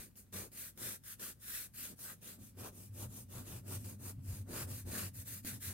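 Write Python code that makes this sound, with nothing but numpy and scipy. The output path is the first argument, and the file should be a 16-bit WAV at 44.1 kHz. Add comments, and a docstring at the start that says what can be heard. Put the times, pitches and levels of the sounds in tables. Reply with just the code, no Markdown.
"""A toothbrush scrubs a wet leather chair seat in a carpeted office, about five strokes a second.
From the start, bristles fizz, the wet film swishes and the leather judders over a faint room rumble.
Near 2.5 s the swish rings lower and the padded seat booms more often as the hand pushes into it.
After 4 s the swish climbs again and the booms peak; just before the end the brush lands with its
sharpest tick. A phone close by hears it all, with short reflections off the chair and the room."""
import sys
import numpy as np
from scipy import signal
from scipy.fft import rfft, irfft, next_fast_len
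from scipy.io import wavfile
from scipy.ndimage import uniform_filter1d

SR = 44100
rng = np.random.default_rng(int(sys.argv[2]) if len(sys.argv) > 2 else 0)


def dump(signal):
    """Clip the signal to [-1, 1] and save it as 16-bit WAV at the path in sys.argv[1]."""
    limited = np.clip(np.atleast_2d(signal).T, -1, 1)
    pcm = np.round(limited * 32767).astype(np.int16)
    wavfile.write(sys.argv[1], SR, pcm)


N = 252693
T = np.arange(N) / SR
SIZE = next_fast_len(N + SR // 4)  # leaves space for the room's tail
F = np.fft.rfftfreq(SIZE, 1 / SR)

# strokes, to and fro: start t/s, length/s, fastest point and hardest drag (both 0-1 of the stroke),
# then a relative level/dB each for bristles, swish, leather and frame
BRUSH_STROKES = [(-0.072, 0.21, 0.13, 0.14, -47, -53.5, -63.5, -61.5),
                 (0.155, 0.11, 0.27, 0.3, -57, -73, -75.5, -72),
                 (0.319, 0.19, 0.27, 0.32, -45, -52.5, -55.0, -58),
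                 (0.492, 0.23, 0.58, 0.4, -48, -56.5, -71.5, -69),
                 (0.744, 0.24, 0.55, 0.43, -44.0, -52, -59.5, -61.5),
                 (0.997, 0.15, 0.76, 0.71, -49, -58, -83, -80),
                 (1.172, 0.17, 0.49, 0.43, -46, -53.5, -62.5, -63),
                 (1.382, 0.3, 0.57, 0.66, -44, -51.5, -73, -72),
                 (1.71, 0.24, 0.51, 0.83, -47.5, -55, -67.5, -61.5),
                 (1.95, 0.21, 0.54, 0.61, -47.5, -58.5, -66, -67.5),
                 (2.204, 0.18, 0.45, 0.47, -52.5, -59, -67, -64.5),
                 (2.374, 0.15, 0.49, 0.15, -58, -69, -70.5, -58.5),
                 (2.533, 0.179, 0.63, 0.64, -51.5, -57.5, -54.5, -58),
                 (2.695, 0.21, 0.55, 0.34, -57.0, -71, -67, -64),
                 (2.903, 0.17, 0.71, 0.86, -50.5, -60.5, -57.5, -57.5),
                 (3.063, 0.19, 0.58, 0.54, -52, -66, -65.0, -60),
                 (3.273, 0.17, 0.55, 0.64, -53.5, -61.5, -60.5, -63),
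                 (3.403, 0.22, 0.53, 0.53, -53, -60, -60.5, -64),
                 (3.614, 0.17, 0.77, 0.68, -47, -55.5, -56.5, -56.5),
                 (3.774, 0.213, 0.38, 0.44, -51.5, -62.5, -62, -57.5),
                 (3.968, 0.16, 0.67, 0.62, -49.5, -60.5, -61.5, -63),
                 (4.205, 0.23, 0.6, 0.68, -53.5, -63, -65.5, -63.5),
                 (4.451, 0.21, 0.68, 0.54, -44.5, -51.0, -51.5, -55),
                 (4.656, 0.19, 0.48, 0.21, -48.5, -58.0, -59.5, -57.5),
                 (4.836, 0.266, 0.59, 0.48, -43, -49, -53.0, -53),
                 (5.126, 0.12, 0.53, 0.6, -49.5, -61.5, -71.5, -63),
                 (5.238, 0.19, 0.45, 0.4, -47.5, -58, -69.5, -65),
                 (5.422, 0.18, 0.38, 0.48, -45.5, -53.0, -64, -55),
                 (5.589, 0.185, 0.46, 0.74, -45.5, -53, -61.5, -61.5)]
# tone of the flicking bristles: f/Hz, level/dB
BRISTLE_TONE = [(1500, -22), (3000, -17.5), (4200, -13), (6200, -4.5), (7000, -3), (7900, -2), (8600, 2),
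                (10000, 0), (12200, -0.5), (14000, -2.5), (15800, -6.5)]
# tone of the wet film: f/Hz, level/dB
SWISH_TONE = [(600, -10.5), (950, -23), (1200, -6), (1650, 0), (2100, -3), (2700, -1), (3250, -3),
              (4000, -0.5), (6000, -6), (10000, -24)]
# the hollow under the brush rings high across the seat's ribs, low along them: t/s, f/Hz
HOLLOW_PITCH = [(0, 1560), (2.35, 1586), (2.5, 1047), (4.1, 1073), (4.8, 1421), (5.3, 1720), (5.73, 1727)]
# tone of the brush head dragging on leather: f/Hz, level/dB
DRAG_TONE = [(90, -5), (170, -2), (270, -2), (400, -2), (560, -4.5), (720, -5.5), (1000, -10.5),
             (1400, -11), (2500, -28)]
# ringing notes of the stretched leather cover: f/Hz, width/Hz, level/dB
COVER_NOTES = [(334, 11, -1), (368.7, 24, -1.5), (439.5, 87, -9.5), (526, 23.6, -3), (609.4, 62, -15.5)]
# ringing notes of the seat's frame: f/Hz, width/Hz, level/dB
FRAME_NOTES = [(169, 47, -7.5), (204.3, 19, -0.5), (235, 22.5, -3), (264.7, 26.3, -4.5)]
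# ringing notes of the cushion: f/Hz, width/Hz, level/dB
CUSHION_NOTES = [(55, 40, -22), (96.09, 6.25, 2.5), (119.1, 13.4, -7)]
# the arm's weight keeps the cushion rumbling: t/s, relative level/dB
ARM_WEIGHT = [(0, -67.5), (2.3, -65), (3, -56.5), (4.3, -50.5), (5.73, -57.5)]
# echoes off hand, armrest and backrest: delay/s, change of delay over a stroke/s, level/dB
CLOSE_ECHOES = [(.00045, .0001, -9.5), (.0014, 0.0044, -13), (.0032, 0.0046, -8.5), (.0061, -0.0037, -9)]
# tone of the ventilation: f/Hz, level/dB
VENT_TONE = [(25, -22), (60, 16.5), (80, -7.5), (130, 4.5), (200, 4), (270, -6.5), (400, -23), (800, -21.5),
             (2000, -25.5), (6000, -30.5), (15000, -23)]
# the brush lands or flips its bristles over: t/s, relative tick level/dB, relative thump level/dB
BRUSH_LANDINGS = [(0.156, -59, -80), (0.326, -54.5, -60), (0.518, -56, -72), (0.775, -47, -62),
                  (1.037, -55, -73), (1.196, -49, -70), (1.737, -70, -70), (1.99, -59, -65),
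                  (2.57, -65.5, -66), (3.843, -58, -62), (5.448, -41.5, -43)]
# the frame groans as a stroke loads it: peak t/s, length/s, level/dB
FRAME_GROANS = [(.355, 0.042, -52), (.87, .06, -58), (1.92, 0.072, -59), (3.41, 0.037, -52),
                (4.52, .06, -51)]
# the seat gives under a push and booms: peak t/s, length/s, relative level/dB
SEAT_PUSHES = [(0.38, 0.13, -51), (0.859, 0.16, -55), (2.43, 0.072, -53.5), (2.606, 0.13, -51),
               (2.8, 0.07, -56), (2.922, 0.13, -48.5), (3.042, 0.18, -46), (3.38, 0.12, -48),
               (3.551, 0.094, -47), (3.7, 0.11, -47.5), (3.77, 0.13, -43), (3.868, 0.05, -43.5),
               (4.076, 0.092, -49), (4.191, 0.08, -46.5), (4.302, 0.11, -39.5), (4.412, 0.058, -40.5),
               (4.654, 0.17, -45.5), (4.728, 0.13, -45), (4.88, 0.15, -45), (5.055, 0.12, -45),
               (5.193, 0.05, -45), (5.333, 0.05, -51), (5.467, 0.05, -49), (5.539, 0.13, -49.5),
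               (5.69, 0.079, -44)]
# the brush digs in and the hollow rings out: peak t/s, length/s, level/dB
BRUSH_DIGS = [(2.09, 0.11, -57.5), (2.66, 0.071, -54), (3.04, 0.061, -63), (3.37, 0.11, -62.5),
              (4.08, 0.11, -61.5), (4.6, .12, -57.5)]


def undb(db):
    """Turn decibels into a number to multiply by."""
    return np.exp(np.asarray(db) * (np.log(10) / 20))


def unit(x):
    """Scale a signal to an average power of 1."""
    return x / np.sqrt(np.mean(x ** 2))


def curve(rows):
    """Join (time, value) points with straight lines."""
    return np.interp(T, *np.transpose(rows))


def colour(x, tone):
    """Make the lows and highs of x stronger or weaker, following a tone table."""
    hz, db = np.transpose(tone)
    gain = undb(np.interp(np.log(F + 1), np.log(hz), db))
    return unit(irfft(rfft(x, SIZE) * gain, SIZE)[:N])


def resonate(x, notes):
    """Let x ring a set of notes, added with alternating signs; narrow notes ring longer."""
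    return unit(sum((-1) ** k * undb(db) * signal.lfilter(*signal.iirpeak(hz, hz / width, fs=SR), x)
                    for k, (hz, width, db) in enumerate(notes)))


def glide(x, hz, width_hz):
    """Each click of x rings briefly at a pitch that can move."""
    ring = signal.sosfilt(signal.butter(2, width_hz / 2, fs=SR, output="sos"), x)
    return unit(ring * np.cos(2 * np.pi * np.cumsum(hz) / SR))


def wander(rate):
    """A random drift that takes a new direction rate times a second."""
    points = rng.standard_normal(N // 10)
    return unit(np.interp(T * rate, np.arange(len(points)), points))


def slips(rate, spread_db):
    """Tiny random clicks of uneven size as something lets go, about rate a second."""
    share = np.clip(rate / SR, 1e-4, 1)
    chance = rng.uniform(-1, 1, N)
    size = undb(spread_db * rng.standard_normal(N)) * np.sign(chance)
    return unit((np.abs(chance) < share) * size / np.sqrt(share))  # equally strong at any rate


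def steady(x, span_s):
    """Even out random swells slower than span_s, as under a firm hand."""
    return x / np.sqrt(uniform_filter1d(x * x, int(span_s * SR)) + 1e-4)


def stroke_level(peaks, levels_db, steepness, rest_db):
    """Level in dB that rises and falls with each stroke; rest_db still rubs as the brush turns round."""
    power = np.ones(N) * undb(rest_db) ** 2
    for (start, length, *_), peak, db in zip(BRUSH_STROKES, peaks, levels_db):
        span = slice(*np.searchsorted(T, [start, start + length]))
        progress = np.clip((T[span] - start) / length, 0, 1)
        arch = (progress / peak) ** peak * ((1 - progress) / (1 - peak)) ** (1 - peak)
        power[span] += (undb(db) * arch ** steepness) ** 2
    return 10 * np.log10(power)


def swells(rows, base_db):
    """Level in dB of bell-shaped swells on top of a base level."""
    power = np.ones(N) * undb(base_db) ** 2
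    for s, length, db in rows:
        span = slice(*np.searchsorted(T, [s - length, s + length]))
        bell = np.exp(-8 * ((T[span] - s) / length) ** 2)
        power[span] += (undb(db) * bell) ** 2
    return 10 * np.log10(power)


def bristles(level_db, speed, lightness):
    """Bristles flick free, more of them on a fast stroke; a light hand brings out the bright tips."""
    flicks = slips(4000 + 24000 * speed, spread_db=0.5)
    tips = glide(flicks, np.full(N, 12300.), width_hz=5800)
    share = undb(-1.5) * lightness
    fizz = (colour(flicks, BRISTLE_TONE) + share * tips) / np.sqrt(1 + share ** 2)
    return fizz * undb(level_db + 3.0)


def wet_film(level_db, ring_db, speed):
    """The bristles wipe through the film of cleaner, which rings the hollow under the brush."""
    hollow = glide(slips(900 + 4000 * speed, spread_db=3), curve(HOLLOW_PITCH), width_hz=750)
    film = colour(slips(1500 + 7000 * speed, spread_db=2), SWISH_TONE)
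    return film * undb(level_db + 0.28) + hollow * undb(ring_db)


def leather(level_db, speed):
    """The brush head sticks and slips: the cover rings, and its grain rasps higher at speed."""
    judder = colour(slips(1000, spread_db=-0.5), DRAG_TONE)
    ring = resonate(slips(600, spread_db=4.0), COVER_NOTES)
    rasp = glide(slips(700, spread_db=2.0), 120 + 1400 * speed, width_hz=550)
    rub = unit(judder + undb(2) * ring + undb(-1.0) * speed * rasp)
    return steady(rub, span_s=0.073) * undb(level_db - 0.1)


def seat(level_db, notes, span_s):
    """The rubbing shakes a part of the seat, frame or cushion, so that it rings."""
    ring = resonate(slips(1500, spread_db=2.5), notes)
    return steady(ring, span_s) * undb(level_db)


def brush_place():
    """The brush goes to and fro while the hand wanders over the seat."""
    turns = [start for start, *_ in BRUSH_STROKES] + [T[-1]]
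    strokes_done = np.interp(T, turns, np.arange(len(turns)))
    return np.cos(np.pi * strokes_done) / 2 + wander(1.5)


def chair_echoes(x, place):
    """Close echoes boost some pitches and cancel others; the pattern slides as the brush moves."""
    return x + sum(undb(db) * np.interp(T - delay - swing * place, T, x)
                   for delay, swing, db in CLOSE_ECHOES)


def office(direct, scattered, room_db, bass_hz, tail_db, fade_s):
    """Two microphones, the right a little nearer; each gets its own scatter and a short, weak tail."""
    age = T[:SR // 4]
    early, late = undb(-60 * age / fade_s), undb(-25 - 60 * age / .35)
    tail = rng.standard_normal((2, len(age))) * (early + late)
    tail *= undb(tail_db) / np.linalg.norm(tail, axis=1, keepdims=True)
    lag_s = np.array([[6.4e-5], [0]])
    near = rfft(direct, SIZE) * np.exp(-2j * np.pi * F * lag_s)
    far = rfft(scattered, SIZE) + near * rfft(tail, SIZE)
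    share = undb(room_db) * F / np.hypot(F, bass_hz)  # low notes reach both microphones alike
    return irfft((near + share * far) / np.sqrt(1 + share ** 2), SIZE)[:, :N]


def ventilation(level_db, side_db):
    """The ventilation rumbles faintly, nearly the same left and right."""
    middle, side = (colour(rng.standard_normal(N), VENT_TONE) for _ in range(2))
    return undb(level_db) * (middle + undb(side_db) * side * np.array([[1], [-1]]))


def sticking(length_s, depth_db):
    """Dip in dB before each landing: the bent bristles stick and hush until they flip over."""
    dip = np.zeros(N)
    for s, *_ in BRUSH_LANDINGS:
        span = slice(*np.searchsorted(T, [s - length_s, s]))
        dip[span] = depth_db * np.linspace(0, 1, len(T[span])) ** .5
    return dip


def landings(tick_s, thump_s):
    """Each landing slaps many bristles down (a loudness curve) and jolts the seat (a sound wave)."""
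    slap, jolt = np.zeros(N), np.zeros(N)
    age = T[:SR // 5]
    ring = sum(undb(db) * np.sin(2 * np.pi * hz * age) for hz, _, db in CUSHION_NOTES + FRAME_NOTES)
    thump = np.exp(-age / thump_s) * ring / 2
    for s, tick_db, thump_db in BRUSH_LANDINGS:
        span = slice(int(s * SR), int(s * SR) + len(age))
        slap[span] += undb(tick_db) * np.exp(-age / tick_s)
        jolt[span] += undb(thump_db) * thump
    return slap, jolt


def scene():
    """Each stroke drives bristles, wet film and leather and shakes the chair in the office."""
    _, _, fast_at, drag_at, bristle, swish, drag, frame = np.transpose(BRUSH_STROKES)
    lean_db = curve(ARM_WEIGHT)
    grip_db = wander(40) + sticking(length_s=.04, depth_db=-8.5)  # the hand presses unevenly
    bristle_db = stroke_level(fast_at, bristle - 3.7, steepness=3.0, rest_db=-82.5) + grip_db
    swish_db = stroke_level(fast_at, swish - 3.5, steepness=3.45, rest_db=-87) + grip_db
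    drag_db = stroke_level(drag_at, drag + 2.38, steepness=2, rest_db=-78.5) + grip_db
    shake_db = stroke_level(drag_at, frame + 0.75, steepness=1.2, rest_db=lean_db - 8)
    frame_db = swells(FRAME_GROANS, base_db=shake_db)
    ring_db = swells(BRUSH_DIGS, base_db=swish_db - 7.0)
    cushion_db = swells(SEAT_PUSHES, base_db=lean_db) - .3
    place = brush_place()
    speed = undb((bristle_db - bristle_db.max()) / 2)  # 1 at the fastest moment
    lightness = np.clip((bristle_db - drag_db - 4.0) / 14, 0, 1)  # much hiss with little drag
    tufts = undb(0.87 * wander(220))  # whole tufts catch and let go
    slap, jolt = landings(tick_s=0.0017, thump_s=0.048)

    def scrub():
        """The sound sent in one direction; the many bristles and broad seat make each one different."""
        hiss = tufts * (bristles(bristle_db, speed, lightness) + wet_film(swish_db, ring_db, speed))
        groan = seat(frame_db, FRAME_NOTES, span_s=0.045)
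        ticks = slap * rng.standard_normal(N)
        return chair_echoes(hiss + ticks, place) + leather(drag_db, speed) + groan

    direct = scrub() + jolt
    scattered = np.array([scrub(), scrub()])
    heard = office(direct, scattered, room_db=2.35, bass_hz=810, tail_db=-5.0, fade_s=0.1)
    boom = seat(cushion_db, CUSHION_NOTES, span_s=0.02367)  # the cushion moves as one
    balance = undb([[0.4], [-0.4]])  # a little louder on the left
    return (heard + boom) * balance + ventilation(level_db=-67.5, side_db=-5.0)


def record(dry):
    """The phone sharply cuts off the highest treble."""
    top_hz = 15800
    return signal.sosfilt(signal.ellip(12, .1, 75, top_hz, fs=SR, output="sos"), dry)


dry = scene()
out = record(dry)
dump(out)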